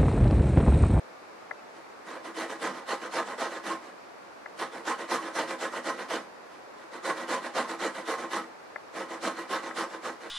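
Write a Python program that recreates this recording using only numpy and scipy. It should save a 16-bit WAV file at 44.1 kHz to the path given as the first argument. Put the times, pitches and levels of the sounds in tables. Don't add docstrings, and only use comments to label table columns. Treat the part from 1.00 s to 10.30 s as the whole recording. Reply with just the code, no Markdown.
import sys
import numpy as np
from scipy import signal
from scipy.fft import rfft, irfft, next_fast_len
from scipy.io import wavfile

SR = 44100
rng = np.random.default_rng(int(sys.argv[2]) if len(sys.argv) > 2 else 0)


def log_audio(samples):
    frames = np.atleast_2d(samples).T
    limited = np.clip(frames, -1, 1)
    pcm = np.round(limited * 32767).astype(np.int16)
    wavfile.write(sys.argv[1], SR, pcm)


N = 410130
TIME = np.arange(N) / SR
CUTOFF_HZ = 13200


def from_db(db):
    return np.exp(np.asarray(db) * (np.log(10) / 20))


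def unit_rms(x):
    return x / np.sqrt(np.mean(x ** 2) + 1e-20)


def at_hz(curve, hz):
    curve_hz, values = np.transpose(curve)
    return np.interp(np.log(hz), np.log(curve_hz), values)


def cut(x, hz, kind, order):
    return signal.sosfilt(signal.butter(order, hz, kind, fs=SR, output="sos"), x)


def panned(x, left_db):
    return x * from_db([[left_db / 2], [-left_db / 2]])


def drift(rate_hz, at):
    step, warm_up = 40, 2000
    pole = np.exp(-2 * np.pi * rate_hz * step / SR)
    noise = rng.standard_normal(N // step + warm_up + 2)
    slow = signal.lfilter([1], [1, -2 * pole, pole ** 2], noise)[warm_up:]
    return unit_rms(slow)[at // step]


def resonate(x, hz, width_hz):
    radius = np.exp(-np.pi * width_hz / SR)
    zeros = np.sqrt((1 - radius ** 2) / 2) * np.array([1, 0, -1])
    poles = [1, -2 * radius * np.cos(2 * np.pi * hz / SR), radius ** 2]
    return signal.lfilter(zeros, poles, x + 1e-18)


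def room_hiss(centre_gain):
    # (frequency [Hz], relative density [dB])
    spectrum = [(15, -73), (25, -36), (92, -19), (130, -16.5), (192, -9.5), (237, -8), (333, -3), (400, -3),
                (481, -1), (770, -2), (1230, -4), (2370, -13.5), (3160, -21.5), (4690, -21), (13000, -38)]
    size = next_fast_len(N)
    left, right, centre = rng.standard_normal((3, size))
    white = np.array([left, right]) + centre_gain * centre
    hz = np.arange(1, size // 2 + 2) * SR / size
    return unit_rms(irfft(rfft(white) * from_db(at_hz(spectrum, hz)), size)[:, :N])


def kitchen(x, dull_t60, bright_t60, wet_db, side_db, scatter_hz, early_db, early_s):
    t = TIME[:SR // 2]
    mid, side = rng.standard_normal((2, len(t))) * (t > .001)
    scattered = cut(mid, scatter_hz, "high", order=2)
    diffuse = scattered + from_db(side_db) * side * [[1], [-1]]
    dull = cut(diffuse, 2000, "low", order=1)
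    tail = dull * 1000 ** (-t / dull_t60) + (diffuse - dull) * 1000 ** (-t / bright_t60)
    tail /= np.sqrt(np.sum(tail ** 2) / 2)
    early = cut(scattered, 1630, "high", order=2) * np.exp(-t / early_s)
    response = from_db(wet_db) * tail + from_db(early_db) * early / np.linalg.norm(early)
    return x + signal.fftconvolve(x, response, axes=1)[:, :N]


def squeak(time_s, half_s, hz, level_db):
    return from_db(level_db) * np.exp(-((TIME - time_s) / half_s) ** 2) * np.sin(2 * np.pi * hz * TIME)


def dry_ticks(attack_s, lag_s):
    # (time [s], relative level [dB], top mode [Hz], left minus right [dB])
    cues = [(0.5101, -21, 2030, 8.5), (3.4588, -25.5, 2020, 5), (7.7589, -22, 2050, 6.9),
            (8.7093, -26.5, 1960, 8)]
    # (frequency / top mode [ratio], relative level [dB], t60 [s])
    modes = [(.3, -12, 0.049), (.39, 7.5, 0.01), (.53, -1.5, 0.017), (.66, 2.5, 0.015), (.85, 8.5, 0.013),
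             (1.0, 3.5, 0.02)]
    out = np.zeros((2, N))
    for time_s, level_db, top_hz, left_db in cues:
        span = slice(int(time_s * SR), int(time_s * SR) + SR // 20)
        t = np.maximum(TIME[span] - time_s - np.array([[0], [lag_s]]), 0)
        ring = sum(from_db(db) * 1000 ** (-t / t60) * np.sin(2 * np.pi * ratio * top_hz * t)
                   for ratio, db, t60 in modes)
        out[:, span] += panned(from_db(level_db) * ring * (1 - np.exp(-t / attack_s)), left_db)
    return cut(cut(out, 2350, "low", order=4), 400, "high", order=2)


def singing_steel(half_s, waver):
    # (peak time [s], pitch [Hz], relative level [dB])
    notes = [(2.717, 1080, -33), (2.76, 1075, -43), (3.929, 1063, -32.5), (4.135, 1052, -36),
             (4.195, 1095, -35.5), (4.41, 1060, -38), (4.906, 1058, -37), (6.113, 1072, -30.5),
             (6.352, 1034, -35), (6.388, 1002, -36), (6.654, 1070, -39), (8.53, 1065, -35)]
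    out = np.zeros(N)
    for time_s, hz, level_db in notes:
        span = int(time_s * SR) + np.arange(-SR // 10, SR // 10)
        phase = 2 * np.pi * np.cumsum(hz * (1 + waver * drift(102, span))) / SR
        swell = np.exp(-((TIME[span] - time_s) / half_s) ** 2)
        out[span] += from_db(level_db) * swell * np.sqrt(2) * np.sin(phase)
    return out


def stroke(bite_s, hold_s, level_db, attack_s, slope_db_per_s, release_s):
    span = slice(max(0, int((bite_s - .1) * SR)), int((bite_s + .3) * SR))
    t = TIME[span] - bite_s
    attack = np.exp(-(np.maximum(-t, 0) / attack_s) ** 1.99)
    hold = from_db(level_db + slope_db_per_s * np.clip(t, 0, hold_s)) ** 2
    release = np.exp(-np.maximum(t - hold_s, 0) / release_s)
    power = np.zeros(N)
    power[span] = attack * hold * release
    return power


def hand():
    # (bite time [s], hold [s], relative level [dB], body over walls [dB])
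    down_strokes = [(1.382, .051, -35, -2.5), (1.636, 0.037, -33, -1), (1.906, 0.018, -31.5, -4),
                    (2.154, 0.039, -31.5, -3), (2.415, 0.026, -31, -2), (2.668, 0.049, -34.5, -3),
                    (3.612, 0.012, -34, -4.5), (3.888, 0.012, -29.5, -5), (4.121, 0.026, -29.5, -3),
                    (4.376, 0.034, -31, -0.5), (4.625, 0.019, -31.7, -1.5), (4.873, 0.023, -31.5, -1),
                    (5.122, 0.035, -32, -0.5), (6.068, 0.036, -32, -1.5), (6.313, 0.031, -31, -1.5),
                    (6.577, 0.023, -30, 0), (6.826, .038, -32, -2.5), (7.093, 0.027, -31.5, -6),
                    (7.335, 0.038, -32.5, -3), (7.972, .045, -38, 0.5), (8.25, 0.027, -31, -2),
                    (8.524, 0.036, -32.5, -1), (8.785, .03, -32.5, -2.5), (9.061, 0.021, -36.5, 0)]
    # (bite time [s], hold [s], relative level [dB])
    light_strokes = [(.765, 0.018, -54), (1.08, 0.086, -44.5), (1.264, 0.0087, -40), (1.509, 0.019, -38),
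                     (1.754, 0.034, -42.5), (2.028, .032, -40), (2.275, 0.046, -40), (2.526, 0.039, -39.5),
                     (2.83, 0.058, -50), (3.742, 0.041, -43.5), (4.004, 0.016, -38), (4.229, .058, -40),
                     (4.499, 0.023, -35.5), (4.743, 0.035, -37), (4.996, 0.026, -38), (5.532, 0.021, -54),
                     (5.794, 0.036, -52), (5.94, 0.026, -44), (6.185, 0.035, -37.5), (6.445, 0.023, -36.5),
                     (6.699, 0.026, -36), (6.964, 0.028, -39), (7.2, 0.037, -38), (8.115, 0.026, -39.5),
                     (8.38, 0.033, -39), (8.645, 0.045, -40.5), (8.923, 0.026, -42.5), (9.224, 0.046, -46)]
    walls, body, peel = np.zeros((3, N))

    def rub(bite_s, hold_s, level_db, body_db, rasp_db, attack_s, lean_db_per_s):
        push = stroke(bite_s, hold_s, level_db, attack_s, lean_db_per_s, release_s=0.016)
        walls[:] += push
        body[:] += push * from_db(body_db) ** 2
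        peel[:] += stroke(bite_s, hold_s, level_db + rasp_db, attack_s + 0.0014,
                          slope_db_per_s=-11, release_s=0.014)

    for row in down_strokes:
        rub(*row, rasp_db=-9.5, attack_s=0.019, lean_db_per_s=23)
    for row in light_strokes:
        rub(*row, body_db=-1.5, rasp_db=-10.5, attack_s=0.016, lean_db_per_s=18)
    pressure = from_db(0.47 * drift(40, np.arange(N)))
    return np.sqrt([walls, body, peel]) * pressure


def tooth_snags(per_s, spread_db, judder_db, judder_hz):
    size_db = spread_db * np.clip(rng.standard_normal(N), -2, 2)
    size_db += judder_db * drift(judder_hz, np.arange(N))
    return unit_rms(from_db(size_db) * (rng.random(N) < per_s / SR))


def peel_rasp(snags, tear_s, slide_power, patchy_db, low_hz, bands):
    # (frequency [Hz], relative band gain [dB])
    colour = [(1800, 2), (2400, -11.5), (3000, 4), (3300, -1.5), (4000, 1), (4700, -4.5), (5600, -3),
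              (7000, -6.5), (8300, -6), (10000, -11.5), (11300, -16), (12500, -53), (13200, -32)]
    # (frequency [Hz], left-right likeness [ratio, clipped to -1..1])
    image = [(2000, -1.3), (3000, 0.95), (6200, 0.29), (9500, -0.077), (13500, 0.23)]
    decay = np.exp(-1 / (tear_s * SR))
    burst_power = signal.lfilter([1 - decay], [1, -decay], snags ** 2 + 1e-18)
    noises = rng.standard_normal((2, 2, N))
    edges = np.geomspace(low_hz, CUTOFF_HZ, bands + 1)
    mid_side = np.zeros((2, N))
    for k, band in enumerate(zip(edges, edges[1:])):
        hz = np.sqrt(band[0] * band[1])
        likeness = np.clip(at_hz(image, hz), -1, 1)
        spread = np.sqrt([[1 + likeness], [1 - likeness]])
        gain = from_db(at_hz(colour, hz) + patchy_db * drift(17, np.arange(N)))
        mid_side += cut(noises[k % 2], band, "band", order=2) * gain * spread
    mid, side = mid_side
    return unit_rms(np.array([mid + side, mid - side]) * np.sqrt(burst_power + slide_power))


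def grater_ring(snags, walls, body, body_top_hz, wander_db, grip_hz, knock_db, knock_octaves):
    # (frequency [Hz], ungripped width [Hz], relative power [dB])
    modes = [(158.7, 6.4, -23.5), (201.4, 9.7, -14), (246.2, 6.6, -14.5), (256.7, 12.5, -11.5),
             (331, 16, -0.5), (380, 110, -10), (459.7, 26, -4.5), (509, 42, -7.5), (532.2, 27, -2.5),
             (552.5, 12, -10.5), (652, 43, -4), (750, 140, -22), (756, 37, -2.5), (816.6, 12.3, -1.5),
             (913.5, 41, 1.5), (1013.5, 15.5, 0.5), (1066, 14.8, 1.5), (1136, 20, -3.5), (1216, 31, 1),
             (1290, 14.5, -0.5), (1425, 70, -2.5), (1456, 103, -1.5), (1568, 28, -2), (1680, 13, -14.5),
             (1692, 31, -3.5), (1786, 28, -5), (1910, 38, -0.5), (1998, 110, -2), (2260, 67, -11),
             (2346, 190, -5.5)]
    # (time [s], relative strength [dB], ring centre [Hz])
    catches = [(1.375, -10, 450), (1.636, -17, 1400), (2.139, -11, 450), (2.418, -10, 660),
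               (3.872, -25, 1520), (3.907, -10, 950), (4.115, -7, 940), (4.406, -8, 535), (4.631, -16, 570),
               (4.735, -17, 900), (5.108, -11, 800), (6.052, -20, 1100), (6.072, -14, 880),
               (6.808, -16, 400), (6.853, -8, 510), (7.087, -7.5, 460), (7.119, -9, 460),
               (7.364, -12.5, 1400), (8.803, -13, 1020)]
    hz, width_hz, mode_db = np.transpose(modes)
    in_body, gain = hz < body_top_hz, from_db(mode_db)
    gain /= np.where(in_body, np.linalg.norm(gain[in_body]), np.linalg.norm(gain[~in_body]))
    knock_s, strength_db, knock_hz = np.transpose(catches)
    snag_at, knock_at = np.flatnonzero(snags), np.round(knock_s * SR).astype(int)
    out = np.zeros(N)
    for k in range(len(hz)):
        envelope = body if in_body[k] else walls
        polarity = rng.choice([-1, 1], len(snag_at))
        wander = from_db(wander_db * drift(9.2, snag_at))
        force = snags * envelope
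        force[snag_at] *= polarity * wander
        nearness = 1 / (1 + (np.log2(hz[k] / knock_hz) / knock_octaves) ** 2)
        force[knock_at] += (-1) ** k * from_db(strength_db + knock_db) * nearness
        gripped_width_hz = np.hypot(width_hz[k], grip_hz)
        out += gain[k] * resonate(force, hz[k], gripped_width_hz)
    return cut(cut(out, 147, "high", order=6), 3020, "low", order=4)


def scene():
    walls, body, peel = hand()
    snags = tooth_snags(per_s=1600, spread_db=2.5, judder_db=0.3, judder_hz=65)
    box = grater_ring(snags, from_db(-0.5) * walls, from_db(-0.53) * body, body_top_hz=730,
                      wander_db=1.66, grip_hz=3.5, knock_db=12, knock_octaves=0.36)
    face = from_db(-0.8) * singing_steel(half_s=0.019, waver=0.022)
    rasp = peel_rasp(snags, tear_s=0.0045, slide_power=0.37, patchy_db=2.0, low_hz=1900, bands=16)
    direct = panned(box + face, -1.84) + panned(from_db(1.0) * peel * rasp, -2.0)
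    grating = kitchen(direct, dull_t60=0.07, bright_t60=0.3, wet_db=-9.5, side_db=-4.5,
                      scatter_hz=1700, early_db=-14.0, early_s=0.0054)
    hiss = panned(from_db(-47) * room_hiss(centre_gain=0.22), -0.25)
    whistle = squeak(time_s=0.592, half_s=0.018, hz=2620, level_db=-59)
    ticks = dry_ticks(attack_s=0.0029, lag_s=0.00006)
    return hiss + whistle + ticks + grating


def record(dry):
    return signal.sosfilt(signal.ellip(10, .1, 80, CUTOFF_HZ, fs=SR, output="sos"), dry)


dry = scene()
out = record(dry)
log_audio(out)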